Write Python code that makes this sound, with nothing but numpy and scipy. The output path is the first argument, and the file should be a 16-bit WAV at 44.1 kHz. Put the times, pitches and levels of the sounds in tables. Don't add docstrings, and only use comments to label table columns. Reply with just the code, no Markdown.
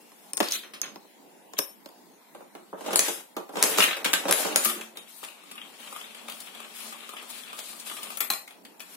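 import sys
import numpy as np
from scipy import signal
from scipy.io import wavfile
from scipy.ndimage import uniform_filter1d, minimum_filter1d

SR = 44100
rng = np.random.default_rng(int(sys.argv[2]) if len(sys.argv) > 2 else 0)


def wav_out(sig):
    wavfile.write(sys.argv[1], SR, np.round(np.clip(np.atleast_2d(sig).T, -1, 1) * 32767).astype(np.int16))


def level_to_linear(level):
    exponent = np.asarray(level, float) / 20
    return 10 ** exponent


N = 395136

# frequency in Hz, level in dB per Hz.
AIR = [(24, -69), (130, -4), (209, 4), (444, 2), (556, -1.5), (896, 2), (1180, -8), (16000, -16)]
AIR_DB = -58
# time in seconds, level in dB.
AIR_SWELL = [
    [(0.0, -58), (0.044, -63), (0.32, -57)],
    [(8.81, -48), (8.846, -57), (8.96, -46)],
]
# frequency in Hz, t60 in seconds.
ROOM = [(200, 0.16), (530, 0.34), (1390, 0.29), (3680, 0.28), (9700, 0.29)]
# frequency in Hz, level in dB, t60 in seconds.
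FAR_RING = [(2740, -63, 2.5)]
FAR_STOP_S = .12

# lower edge in Hz, upper edge in Hz.
BANDS_HZ = [(4000, 8000), (175, 1200), (1200, 4000), (8000, 15700)]
LIKENESS = [1, 0.41, 0.61, 0.85]
LAG = 8
ALIKE_RUB = [0.065, 0.58, 0.044, .05]
# frequency in Hz, left over right in dB.
PORTS = [(60, -3), (130, -9), (290, -0.5), (640, -1.5), (1410, -0.5), (3100, 3), (6820, -0.5),
         (15000, 13.5)]
# frequency in Hz, share from 0 to 1.
EMPTY = [(2300, .015), (4000, .27), (6000, .45), (10000, .12), (12500, .27), (14000, .55), (15500, .7),
         (15900, .99)]
MASK_DB, MASK_FROM_HZ, MASK_TO_HZ = -16, 2600, 8500

# frequency in Hz, width in Hz, level in dB over the broad response.
COIN_BODY = [(352, 150, 7.5), (562, 59, 7), (1056, 72, 6.5), (2570, 51, -24), (3250, 150, -44),
             (5240, 150, 14.5), (6200, 450, 3), (9500, 560, 10), (11000, 1100, 11), (11500, 29, 8),
             (14600, 110, -5)]
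# frequency in Hz, width in Hz, level in dB.
KNOB_BODY = [(328, 73, 0.71), (450, 40, 9.5), (572, 57, 9), (792, 110, 0.5), (1590, 140, 3), (2100, 42, -3),
             (2800, 1400, 0.89), (3750, 120, 2.7), (6450, 4500, -0.5), (9500, 2300, 11.5),
             (10660, 1600, 11), (12300, 650, 8)]
# frequency in Hz, width in Hz, level in dB.
COLUMN_BODY = [(227.1, 7.4, 27.1), (378, 6.9, 4.7), (592, 17, 16.3), (780, 180, 3.2), (1185, 470, 9.8),
               (2450, 640, 11), (3256, 1020, 12.3), (9330, 2300, 13.6)]
HARD_BODY = COLUMN_BODY[2:]
# frequency in Hz, width in Hz, level in dB.
SLOT = [(3120, 570, 17), (3870, 970, 27), (6150, 460, 27)]
# frequency in Hz, width in Hz, level in dB.
FLAP_BODY = [(830, 80, 17.5), (1220, 150, 15.5), (2260, 500, 13), (3470, 300, 1), (4250, 84, -25),
             (8800, 2500, 9), (12500, 1500, 15)]

# treble, bass and middle over the force in dB; how each follows hardness
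# in dB per dB; chatter t60 in seconds. TICK and NUDGE are the coin's.
TICK = (0, -16.5, -14.5), (0, -1.19, -0.78), 0.017
NUDGE = (-9, -10.5, 0), (0.82, -0.09, 0), 0.18
PUSH = (-16.5, 0, -15), (0.46, 0, 0.45), 0.047
CLICK = (0, -14, -10), (0, -0.061, -0.44), 0.015
CLUNK = (-0.8, -15.5, 0), (0, -0.9, 0), 0.024
THUD = (0, 0, -7), (0.69, 0, 0.3), 0.061
CLACK = (0, -45, 0), (0.82, .1, 0), 0.037
HOLLOW = (-3.5, -3.5, -5), (0.36, 0, 0.59), 0.05
RAP = (-0.27, -10, 0), (1, 0.79, 0), 0.04
SEAM = (0, -6.5, -4), (0, -1.3, -0.41), 0.063
SLAP = (0, -26, -10.5), (0, -2.06, -0.29), 0.048
# treble, bass, middle and fizz over the pressure in dB;
# how each follows speed in dB per dB.
CRANK_COLOUR = (0.84, -3.5, 0, 1), (0.36, -0.27, 0.063, 0.75)
SLIDE_COLOUR = (-1.8, -16, 0, -4.5), (1, 2, 0.014, 1.68)
ROLL_COLOUR = (-3.5, -5.5, 0, -7), (0.7, 0.05, 0.092, 1)
KNOCK_MOST_DB = 6
RING_MOST_DB, RING_MOST_S = 3, .06

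# start in seconds, force in dB, hardness in dB, pitch in Hz.
COIN_TICKS = [(0.3333, -19, 3.5, 8900), (0.3704, -17, 8, 8800), (0.3761, -16, 1, 3600),
              (0.403, -11.5, -11, 545), (0.4075, -17, -14, 1430), (0.4597, -29, 8, 4320),
              (0.4742, -32, 8, 3340), (0.4861, -20.5, 16, 4570), (0.5111, -18.5, 19, 4140),
              (0.5065, -27, 18, 3800), (0.549, -22, 15, 6370), (0.543, -39, 10, 6200),
              (0.553, -38, 8, 3980), (0.118, -46, -11, 1900), (0.5216, -12.5, 33, 6200),
              (0.816, -15.5, 7.5, 6340), (0.9583, -37.5, -16.5, 2100), (1.0452, -62, -25, 8000),
              (1.5351, -35, -12, 6900), (1.5885, -12.5, -2, 5600), (1.5897, -15, -6.5, 12050),
              (1.594, -22, 4, 9000), (1.8592, -34.5, -10, 4200), (1.889, -37, -4, 3470)]
# start in seconds, force in dB, hardness in dB, pitch in Hz.
COIN_NUDGES = [
    (0.4267, -31, 20, 3600),
    (0.634, -42.5, -16, 2640),
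    (0.7361, -40, 14.5, 2400),
    (0.832, -35, 7, 2570),
]
# time in seconds, pressure in dB, speed as brightness in dB.
SLIDE = [
    [(0.44, -47, -6), (0.475, -39, -8), (0.5, -37, -6), (0.52, -35, -2)],
    [(0.515, -33, 2), (0.535, -32, 1), (0.558, -31, 1), (0.57, -42, -3), (0.6, -56, -8)],
    [(1.563, -40, -40), (1.585, -40, 10.5), (1.592, -39, 15)],
]
CATCHES_PER_S, CATCH_SHARE = 600, .55
# frequency in Hz, level in dB, t60 in seconds.
COIN_RING = [(5430, -35, 0.24), (15000, -44, 0.17), (6500, -55, 0.13), (9000, -35, 0.21),
             (10030, -34, 0.19), (11440, -42, 0.4), (12050, -42, 0.1)]
COIN_DROP_S = 1.59
# time in seconds, level in dB.
SING = [(3.64, -62), (3.74, -55), (3.85, -47), (3.99, -71), (4.04, -64), (4.14, -48), (4.28, -76)]
SING_HZ, SING_WIDTH = 15020, 70
SLIDE_DB, COIN_DRY = 1.5, .45
TICK_RING_S = .009

# start in seconds, force in dB, hardness in dB.
THUMB = [(2.3482, -37.5, 8), (2.4057, -40.5, -10), (2.5507, -37, 11.5), (2.7285, -31.5, -44),
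         (2.808, -35, 13), (2.841, -37, 7), (3.3661, -26, 12.5), (3.4917, -36.5, 6), (3.5366, -36, -9),
         (3.5558, -28, 16), (3.967, -36.5, 47)]
# start in seconds, force in dB, hardness in dB, pitch in Hz.
PAWL = [
    (2.9581, -8.5, -3, 9590),
    (2.9922, -6.5, -9, 4000),
    (3.626, -5, -3, 9500),
    (3.6378, -11.5, -7, 7750),
    (4.3101, -10, -11, 9600),
    (4.3251, -10, -7, 11000),
    (4.5592, -7, -8, 9330),
]
# start in seconds, force in dB, hardness in dB, pitch in Hz.
WHEEL = [
    (3.7841, -14.5, -20, 2700),
    (4.0448, -20.5, 19, 2800),
    (4.0495, -19.5, 13, 2800),
    (4.132, -17, -4, 2570),
    (4.1365, -12.5, -1, 2800),
]
# time in seconds, pressure in dB, speed as brightness in dB.
CRANK = [
    [(2.76, -66, -21), (2.81, -51, -8), (2.846, -54, -8), (2.88, -45.5, -11), (2.912, -40.5, -18),
     (2.95, -42, -6), (2.982, -56, 2), (3.052, -35.5, -0.5), (3.152, -48.5, 6), (3.22, -54.5, -2)],
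    [(3.52, -60, -3), (3.61, -35.5, -15), (3.726, -36.5, 2), (3.772, -37.5, -9), (3.795, -31.5, -1),
     (3.84, -35.5, 6.5), (3.888, -41, -10), (3.988, -53, -16), (4.04, -47, -23)],
    [(4.045, -31.5, -17), (4.146, -46.5, -9), (4.282, -43, -13), (4.4, -34, 1.5), (4.502, -40.5, -4),
     (4.556, -40, -17), (4.664, -40, 14), (4.802, -47, -21), (4.92, -71, 4)],
]
KNOB_HZ, HEAP_HZ, WALL_HZ = 1990, 483, 1214

# start in seconds, force in dB, hardness in dB.
HEAP_THUDS = [(2.879, -26, -14), (2.86, -29, -3), (2.905, -26, -5), (2.9292, -22, 3), (3.081, -27, 17),
              (3.5677, -23, -6), (3.7729, -23.5, 9), (4.2515, -23, -9), (4.281, -23, 4), (4.289, -19.5, -1),
              (4.297, -33, -12), (4.505, -30, -13), (4.4491, -21.5, -14)]
# start in seconds, force in dB, hardness in dB, pitch in Hz.
HEAP_CLACKS = [
    (3.802, -10, 4, 2850),
    (3.8221, -11, -3, 2790),
    (3.8374, -11.5, -1, 3100),
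    (3.8809, -19.5, -6, 2100),
    (3.9077, -20, -19, 2800),
    (3.929, -21, -20, 2620),
    (4.0569, -15.5, -12, 2430),
]
# start in seconds, then modes of frequency in Hz,
# level in dB, t60 in seconds.
SLUMPS = [
    (3.784, [(587, -25, 0.11), (447, -30, 0.071), (330, -32, 0.11)]),
    (4.448, [(452, -27.5, 0.23), (564, -25, .12), (770, -33, .1)]),
    (2.928, [(355, -28, 0.086), (450, -30, 0.088)]),
    (3.078, [(345, -28, .1), (450, -28, 0.12)]),
    (4.505, [(300, -27, .06)]),
    (4.761, [(330, -29, 0.054)]),
]
HEAP_RING_DB = -10

# time in seconds, pressure in dB.
ROLL = [(4.95, -54), (4.99, -58.5), (5.45, -58), (5.53, -56), (5.73, -53.5), (6.3, -51.5), (7.4, -50.5),
        (7.84, -51.5), (7.88, -47), (7.95, -52.5), (8.17, -47)]
ROLL_GRIT = .3
# start in seconds, end in seconds, brightness in dB.
LAPS = [
    (5.09, 5.266, 12.5),
    (5.81, 6.0, 8),
    (6.304, 6.46, 3.5),
    (6.756, 6.887, 11),
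    (7.293, 7.39, 9.5),
    (7.567, 7.765, 8),
    (7.862, 7.97, 10),
    (8.03, 8.1, 5.5),
]
COME_S, GO_S = 0.023, 0.077
SWISH_DB, SWISH_LEAN, SWISH_FADE_DB_PER_S = -4, 1.2, -6
# start in seconds, force in dB, hardness in dB.
WALL_KNOCKS = [(4.655, -22.5, 7), (4.675, -37, 1), (4.696, -29.5, 13), (5.229, -30.5, -27),
               (5.4353, -43, -12), (5.5531, -45, 5), (5.8389, -47, -6), (7.0287, -44, -8),
               (7.7286, -39, -2), (4.7614, -41, -15), (5.5123, -40, 10), (5.925, -31.5, -15),
               (5.9608, -34, 1), (6.2831, -32, -8), (6.6007, -38.5, 1), (6.925, -42, 4), (7.09, -39, 8),
               (7.135, -37, -10), (7.225, -37.5, -7), (7.5285, -36.5, 6), (7.912, -35, 3), (7.985, -38, -2),
               (8.1022, -36, 7)]
# start in seconds, force in dB, hardness in dB, pitch in Hz.
RAMP_KNOCKS = [(4.81, -33.5, 3.5, 2630), (4.9702, -37.5, 3.5, 3760), (5.2356, -34, -0.5, 3040),
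               (5.246, -36.5, 3, 2450), (5.285, -43, -10, 2820), (5.5782, -34, -15, 2840),
               (5.6147, -38, -24, 3170), (6.0408, -38, -18, 3540), (6.319, -37, 2, 3200),
               (5.6489, -45, -25, 3460), (5.8718, -39, -7, 3180), (6.0115, -37.5, -8, 3100),
               (6.1462, -38, -0.5, 2730), (6.2804, -36, -5, 3630), (6.297, -35.5, 4, 2920),
               (6.5473, -43, 2, 3400), (6.6616, -54, -13, 3200), (7.0038, -41.5, -1.5, 3680),
               (7.4338, -47, -6, 3370), (7.865, -42, -4, 2600), (7.897, -32.5, -3, 2860),
               (7.915, -39, -10, 3500), (8.214, -36, 3, 2100), (8.246, -40.5, 8, 2400),
               (8.322, -31, 5, 2400), (8.334, -34.5, 10.5, 1960), (7.166, -33, -11, 3180),
               (7.8608, -45, 6, 2400), (7.9664, -33.5, -1, 3600), (8.476, -40.5, 0.5, 2100),
               (8.5062, -42.5, -1, 3350), (8.6498, -40.5, -3, 4630), (8.7947, -48, 5.5, 5600),
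               (8.8024, -37, 2.5, 2430)]
# start in seconds, force in dB, hardness in dB, pitch in Hz.
SEAM_TICKS = [
    (6.4018, -36, 12, 10540),
    (7.3003, -36.5, 11, 3410),
    (7.588, -32, 4.7, 3600),
    (7.6568, -39, 19, 8900),
    (7.797, -35.5, 33, 9500),
    (8.0297, -33, 3.1, 9500),
]
# start in seconds, force in dB, hardness in dB, pitch in Hz.
LANDINGS = [
    (4.6475, -14, 4, 9820),
    (8.1714, -26.5, -6, 9750),
    (8.2046, -16, -5, 3490),
    (8.3016, -16, -5.5, 4250),
]
# frequency in Hz, level in dB, t60 in seconds.
BOOM = [(222, -36, .75), (227, -42, .7), (357, -35, .6)]
DROP_S = 4.652
# start in seconds, then modes of frequency in Hz, level in dB,
# t60 in seconds.
FLAP_NOTES = [
    (8.2046, [(3400, -25, .03), (7780, -27, 0.066), (12500, -23, .05)]),
    (8.3015, [(4090, -15, 0.028), (1060, -27.5, 0.075), (8420, -26, .04), (12500, -28, .05)]),
]
# start in seconds, level in dB.
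HOLLOW_BEATS = [(6.6001, -44), (6.848, -45), (6.9222, -43), (7.0291, -42), (7.1364, -42), (7.2243, -45),
                (7.3, -47), (7.4696, -50), (7.5343, -36), (7.7275, -37), (7.9113, -34), (7.987, -37),
                (8.0314, -42), (8.123, -45)]
HOLLOW_NOTE_HZ, HOLLOW_T60 = 1200, .06
RAMP_RING_S, SOFT_RISE_S = .02, .002


def evened(x):
    return x / np.sqrt(np.mean(x ** 2) + 1e-20)


def read(points, hz):
    f, value = np.transpose(points)
    return np.interp(np.log(hz + 1), np.log(f + 1), value)


def curve(rows):
    s, *levels = np.transpose(rows)
    t = np.arange(N) / SR
    edge = np.clip(np.minimum(t - s[0], s[-1] - t) / .008, 0, 1)
    return np.array([level_to_linear(np.interp(t, s, db)) * edge for db in levels])


def filtered_noise(order, hz, kind):
    sos = signal.butter(order, hz, kind, fs=SR, output="sos")
    return signal.sosfilt(sos, rng.standard_normal((2, N)))


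def air():
    frames, hz = N // 256 + 5, np.fft.rfftfreq(1024, 1 / SR)
    a, b, c, d, patches = rng.standard_normal((frames, 513, 5)).T
    patches = evened(uniform_filter1d(uniform_filter1d(patches, 12, 0), 20, 1))
    same = 0.37 * np.exp(-(hz[:, None] / 1000) ** 4)
    left = a + 1j * b
    right = same * left + np.sqrt(1 - same ** 2) * (c + 1j * d)
    z = np.array([left, right]) * level_to_linear(read(AIR, hz)[:, None] + 2.33 * patches)
    tone = signal.istft(z, nperseg=1024, noverlap=768)[1][:, :N]
    cloth = sum(curve(rows) for rows in AIR_SWELL) * filtered_noise(2, [1500, 14000], "bandpass")
    return level_to_linear(AIR_DB + 5.5) * evened(tone) + level_to_linear(7.5) * cloth


def room(x):
    taps = np.zeros((2, SR // 2))
    at = np.arange(200, SR // 2 - 20, 20) + rng.integers(0, 20, (2, (SR // 2 - 201) // 20))
    np.put_along_axis(taps, at, rng.choice([-1., 1.], at.shape), 1)
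    hz, t, z = signal.stft(taps, SR, nperseg=256)
    tail = signal.istft(z * level_to_linear(-60 * t / read(ROOM, hz)[:, None]), SR, nperseg=256)[1]
    tail = tail * np.minimum(np.arange(tail.shape[1]) / SR / 0.012, 1) ** 0.62
    return signal.oaconvolve(x, tail / np.linalg.norm(tail[0]), axes=1)[:, :N]


def ring(start, modes, rise=0.0014):
    t = np.maximum(np.arange(N) / SR - start, 0)
    notes = sum(level_to_linear(db - 60 * t / t60) * np.sin(2 * np.pi * hz * t) for hz, db, t60 in modes)
    return notes * np.minimum(t / rise, 1)


def far_metal():
    return ring(0, FAR_RING, .01) * (np.arange(N) < FAR_STOP_S * SR)


def pair(shape, alike, lag):
    a, b = rng.standard_normal((2, 4) + shape)
    same = np.clip(alike, 0, 1)[:, None]
    late = np.roll(a, round(lag), axis=1)
    return np.stack([a, same * late + np.sqrt(1 - same ** 2) * b], axis=1)


def body(force, modes):
    t = np.arange(8192) / SR
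    response = np.zeros(len(t))
    for hz, width, db in modes:
        decay = np.exp(-np.pi * width * t)
        response += level_to_linear(db) * 2 * np.pi * width / SR * decay * np.cos(2 * np.pi * hz * t)
    response[0] += 1
    heard = 0
    for band_force, edge in zip(force, BANDS_HZ):
        band = signal.sosfilt(signal.butter(4, edge, "bandpass", fs=SR, output="sos"), response)
        heard = heard + signal.oaconvolve(band_force, (band / np.linalg.norm(band))[None], axes=1)[:, :N]
    return heard


def struck(rows, kind, hz=None):
    colour_db, lean, t60 = kind
    return [(s, *(force_db + np.array(colour_db) + hard_db * np.array(lean)), t60, *(own or [hz]))
            for s, force_db, hard_db, *own in rows]


def blows(rows, modes, slow, cut_db, fizz_db, ring_db, ring_t60, rise):
    force, part = np.zeros((4, 2, N + 5000)), np.zeros((2, N + 5000))
    t = np.arange(5000) / SR
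    onset = np.minimum(t / rise, 1)
    part_fall_db = min(ring_db, RING_MOST_DB) - 60 * t / min(ring_t60, RING_MOST_S)
    for s, treble_db, bass_db, middle_db, t60, hz in rows:
        lasts = max(t60, .003) * np.array([1, slow, 1.3, .9])[:, None]
        high_db = treble_db + cut_db
        level_db = np.array([high_db, bass_db, middle_db, high_db + fizz_db])[:, None]
        fall = level_to_linear(level_db - 60 * t / lasts) * onset
        at = round(s * SR)
        chatter = pair(t.shape, LIKENESS, LAG * rng.uniform(-1.2, 1))
        force[:, :, at:at + 5000] += chatter * fall[:, None]
        own_db = np.interp(hz, [1100, 1300, 4000, 4400], [bass_db, middle_db, middle_db, treble_db])
        cycles = hz * rng.uniform(.984, 1.016, (5, 1, 1)) * t + rng.random((5, 2, 1))
        close = np.sin(2 * np.pi * cycles).sum(0)
        part[:, at:at + 5000] += level_to_linear(own_db + part_fall_db) * close * onset
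    return level_to_linear(1.5) * (body(force[:, :, :N], modes) + part[:, :N])


def pressed(rows, colour):
    return [(s, *(press_db + np.array(colour[0]) + fast_db * np.array(colour[1])))
            for s, press_db, fast_db in rows]


def rubbing(tables, level_db, per_s, spread_db, grit, lumpy_db):
    knocks = level_to_linear(min(spread_db, KNOCK_MOST_DB) * np.minimum(rng.exponential(1, N), 3))
    knocks = knocks * (rng.random(N) < per_s / SR)
    knocks = evened(signal.lfilter([1], [1, -np.exp(-1 / (0.0086 * SR))], knocks))
    share = np.clip(grit, 0, .9) * np.array([.5, 1, 1, .25])[:, None]
    lumps = evened(uniform_filter1d(rng.standard_normal((4, N // 64 + 1)), size=24, axis=1))
    lumps = lumps.repeat(64, axis=1)[:, :N] * np.array([0.36, 1, 0.74, 0.62])[:, None]
    strokes = sum(curve(rows) for rows in tables)
    level = strokes * (1 - share + share * knocks) * level_to_linear(level_db + lumpy_db * lumps)
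    return level[:, None] * pair((N,), ALIKE_RUB, lag=1)


def coin_blows():
    return blows(struck(COIN_TICKS, TICK) + struck(COIN_NUDGES, NUDGE), COIN_BODY,
                 slow=2.9, cut_db=-7.0, fizz_db=-3.5, ring_db=-4.5, ring_t60=TICK_RING_S, rise=0.00013)


def coin_slide():
    friction = rubbing([pressed(rows, SLIDE_COLOUR) for rows in SLIDE], SLIDE_DB,
                       per_s=CATCHES_PER_S, spread_db=1.5, grit=CATCH_SHARE, lumpy_db=-2.5)
    return body(friction, SLOT + COIN_BODY[7:])


def singing_coin():
    r = np.exp(-np.pi * SING_WIDTH / SR)
    noise = rng.standard_normal((2, N)) + 1j * rng.standard_normal((2, N))
    slow = signal.lfilter([1], np.convolve([1, -r], [1, -r]), noise)
    tone = (slow * np.exp(2j * np.pi * SING_HZ * np.arange(N) / SR)).real
    return level_to_linear(4.0) * curve(SING) * evened(tone)


def knob_blows():
    rows = struck(THUMB, PUSH, KNOB_HZ) + struck(PAWL, CLICK) + struck(WHEEL, CLUNK)
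    return blows(rows, KNOB_BODY,
                 slow=2.13, cut_db=-2.5, fizz_db=0.0, ring_db=-7.5, ring_t60=0.017, rise=0.0002)


def knob_crank():
    friction = rubbing([pressed(rows, CRANK_COLOUR) for rows in CRANK], 3.7,
                       per_s=334, spread_db=6.0, grit=0.45, lumpy_db=3.0)
    return body(friction, KNOB_BODY)


def heap_blows():
    return blows(struck(HEAP_THUDS, THUD, HEAP_HZ) + struck(HEAP_CLACKS, CLACK), KNOB_BODY,
                 slow=1.45, cut_db=-6.5, fizz_db=-4.5, ring_db=HEAP_RING_DB, ring_t60=0.047, rise=0.0028)


def laps():
    t = np.linspace(ROLL[0][0], ROLL[-1][0], num=400)
    passes = [db * np.clip(np.minimum(1 + (t - s) / COME_S, 1 - (t - end) / GO_S), 0, 1)
              for s, end, db in LAPS]
    return zip(t, np.interp(t, *np.transpose(ROLL)), np.max(passes, axis=0))


def swish():
    rows = []
    for s, db, near_db in laps():
        fade_db = SWISH_FADE_DB_PER_S * (s - ROLL[0][0])
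        rows.append((s, db + SWISH_DB + SWISH_LEAN * near_db + fade_db))
    return curve(rows) * filtered_noise(3, 11000, "highpass")


def ball_roll():
    friction = rubbing([pressed(laps(), ROLL_COLOUR)], 3.0,
                       per_s=160, spread_db=9.0, grit=ROLL_GRIT, lumpy_db=3.0)
    return body(friction, COLUMN_BODY)


def ball_blows():
    ramp = blows(struck(RAMP_KNOCKS, RAP) + struck(SEAM_TICKS, SEAM), HARD_BODY,
                 slow=1.7, cut_db=-3.0, fizz_db=-0.5, ring_db=1.5, ring_t60=RAMP_RING_S, rise=SOFT_RISE_S)
    wall = blows(struck(WALL_KNOCKS, HOLLOW, WALL_HZ), HARD_BODY,
                 slow=0.77, cut_db=-3.0, fizz_db=2.5, ring_db=2.0, ring_t60=0.033, rise=SOFT_RISE_S)
    flap = blows(struck(LANDINGS, SLAP), FLAP_BODY,
                 slow=1.45, cut_db=-9.0, fizz_db=4.0, ring_db=-5.5, ring_t60=0.02, rise=0.00058)
    return ramp + wall + flap


def free_rings():
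    coin = ring(COIN_DROP_S, COIN_RING)
    flap = sum(ring(s, notes) for s, notes in FLAP_NOTES)
    housing = sum(ring(s, notes, .004) for s, notes in SLUMPS)
    wall_ring = sum(ring(s, [(HOLLOW_NOTE_HZ, db - 2.0, HOLLOW_T60)], .003) for s, db in HOLLOW_BEATS)
    return coin + flap + housing + wall_ring


def scene():
    ball_side = level_to_linear([[1.5], [-1.5]])
    coin = coin_blows()
    hits = coin + knob_blows() + heap_blows() + ball_blows() * ball_side + free_rings()
    rubs = coin_slide() + knob_crank() + singing_coin() + ball_roll() * ball_side
    echoes = level_to_linear(-2.5) * room(hits - COIN_DRY * coin) + level_to_linear(-5.0) * room(rubs)
    boom = ring(DROP_S, BOOM, 0.011)
    return air() + far_metal() + echoes + hits + boom + rubs + swish()


def dropouts(x):
    hz, t, z = signal.stft(x, SR, nperseg=1024, noverlap=768)
    power = (abs(z) ** 2).mean(0) + 1e-16
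    near = uniform_filter1d(uniform_filter1d(power, size=5, axis=0), size=5, axis=1) + 1e-16
    around = uniform_filter1d(near, size=40, axis=0)
    weak = np.clip(.9 * np.log(abs(around / near) + 1e-9), -2.5, 2.5)
    luck = rng.standard_normal((len(t), len(hz))).T
    field = weak + evened(uniform_filter1d(uniform_filter1d(luck, size=3, axis=0), size=9, axis=1))
    bar = np.quantile(field[80:330], 1 - read(EMPTY, hz))[:, None]
    total = power[80:].sum(0)
    steady = minimum_filter1d(1. * (total < 4 * np.roll(total, 2)), size=5)
    kept = z * (1 - 1. * (field > bar) * steady)
    return signal.istft(kept, SR, nperseg=1024, noverlap=768)[1][:, :N]


def masked(x):
    hz, t, z = signal.stft(x, SR, nperseg=256, noverlap=192)
    power = (abs(z) ** 2).mean(0)
    band = abs(uniform_filter1d(uniform_filter1d(power, size=3, axis=0), size=3, axis=1))
    top = -minimum_filter1d(-uniform_filter1d(band, size=21, axis=0), size=41, axis=1, origin=6)
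    luck = rng.standard_normal(band.shape)
    patch = uniform_filter1d(uniform_filter1d(luck, size=5, axis=0), size=7, axis=1) > 0
    treble = (hz > MASK_FROM_HZ) & (hz < MASK_TO_HZ) | (hz > 1.5 * MASK_TO_HZ)
    gone = patch * (band < top * level_to_linear(2 * MASK_DB)) * treble[:, None]
    return signal.istft(z * (1 - gone), SR, nperseg=256, noverlap=192)[1][:, :N]


def band_limit(x):
    return signal.sosfilt(signal.butter(12, 16970, fs=SR, output="sos"), x)


def record(dry):
    hz = np.linspace(0, SR / 2, 257)
    ports = np.array([signal.firwin2(255, hz, level_to_linear(side * read(PORTS, hz) / 2), fs=SR) for side in (1, -1)])
    heard = 0.85 * np.tanh(signal.oaconvolve(dry, ports, "same", axes=1) / 1.12)
    leak = signal.sosfilt(signal.butter(2, [18, 90], "bandpass", fs=SR, output="sos"), abs(heard))
    heard = signal.sosfilt(signal.butter(8, 168, "highpass", fs=SR, output="sos"), heard)
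    heard = heard + level_to_linear(-29.5) * leak * [[.6], [1]]
    band_edge = signal.firwin(255, 16000, window=("kaiser", 7), fs=SR)
    heard = signal.oaconvolve(heard, band_edge[None], "same")
    return band_limit(masked(dropouts(heard)))


dry = scene()
out = record(dry)
wav_out(out)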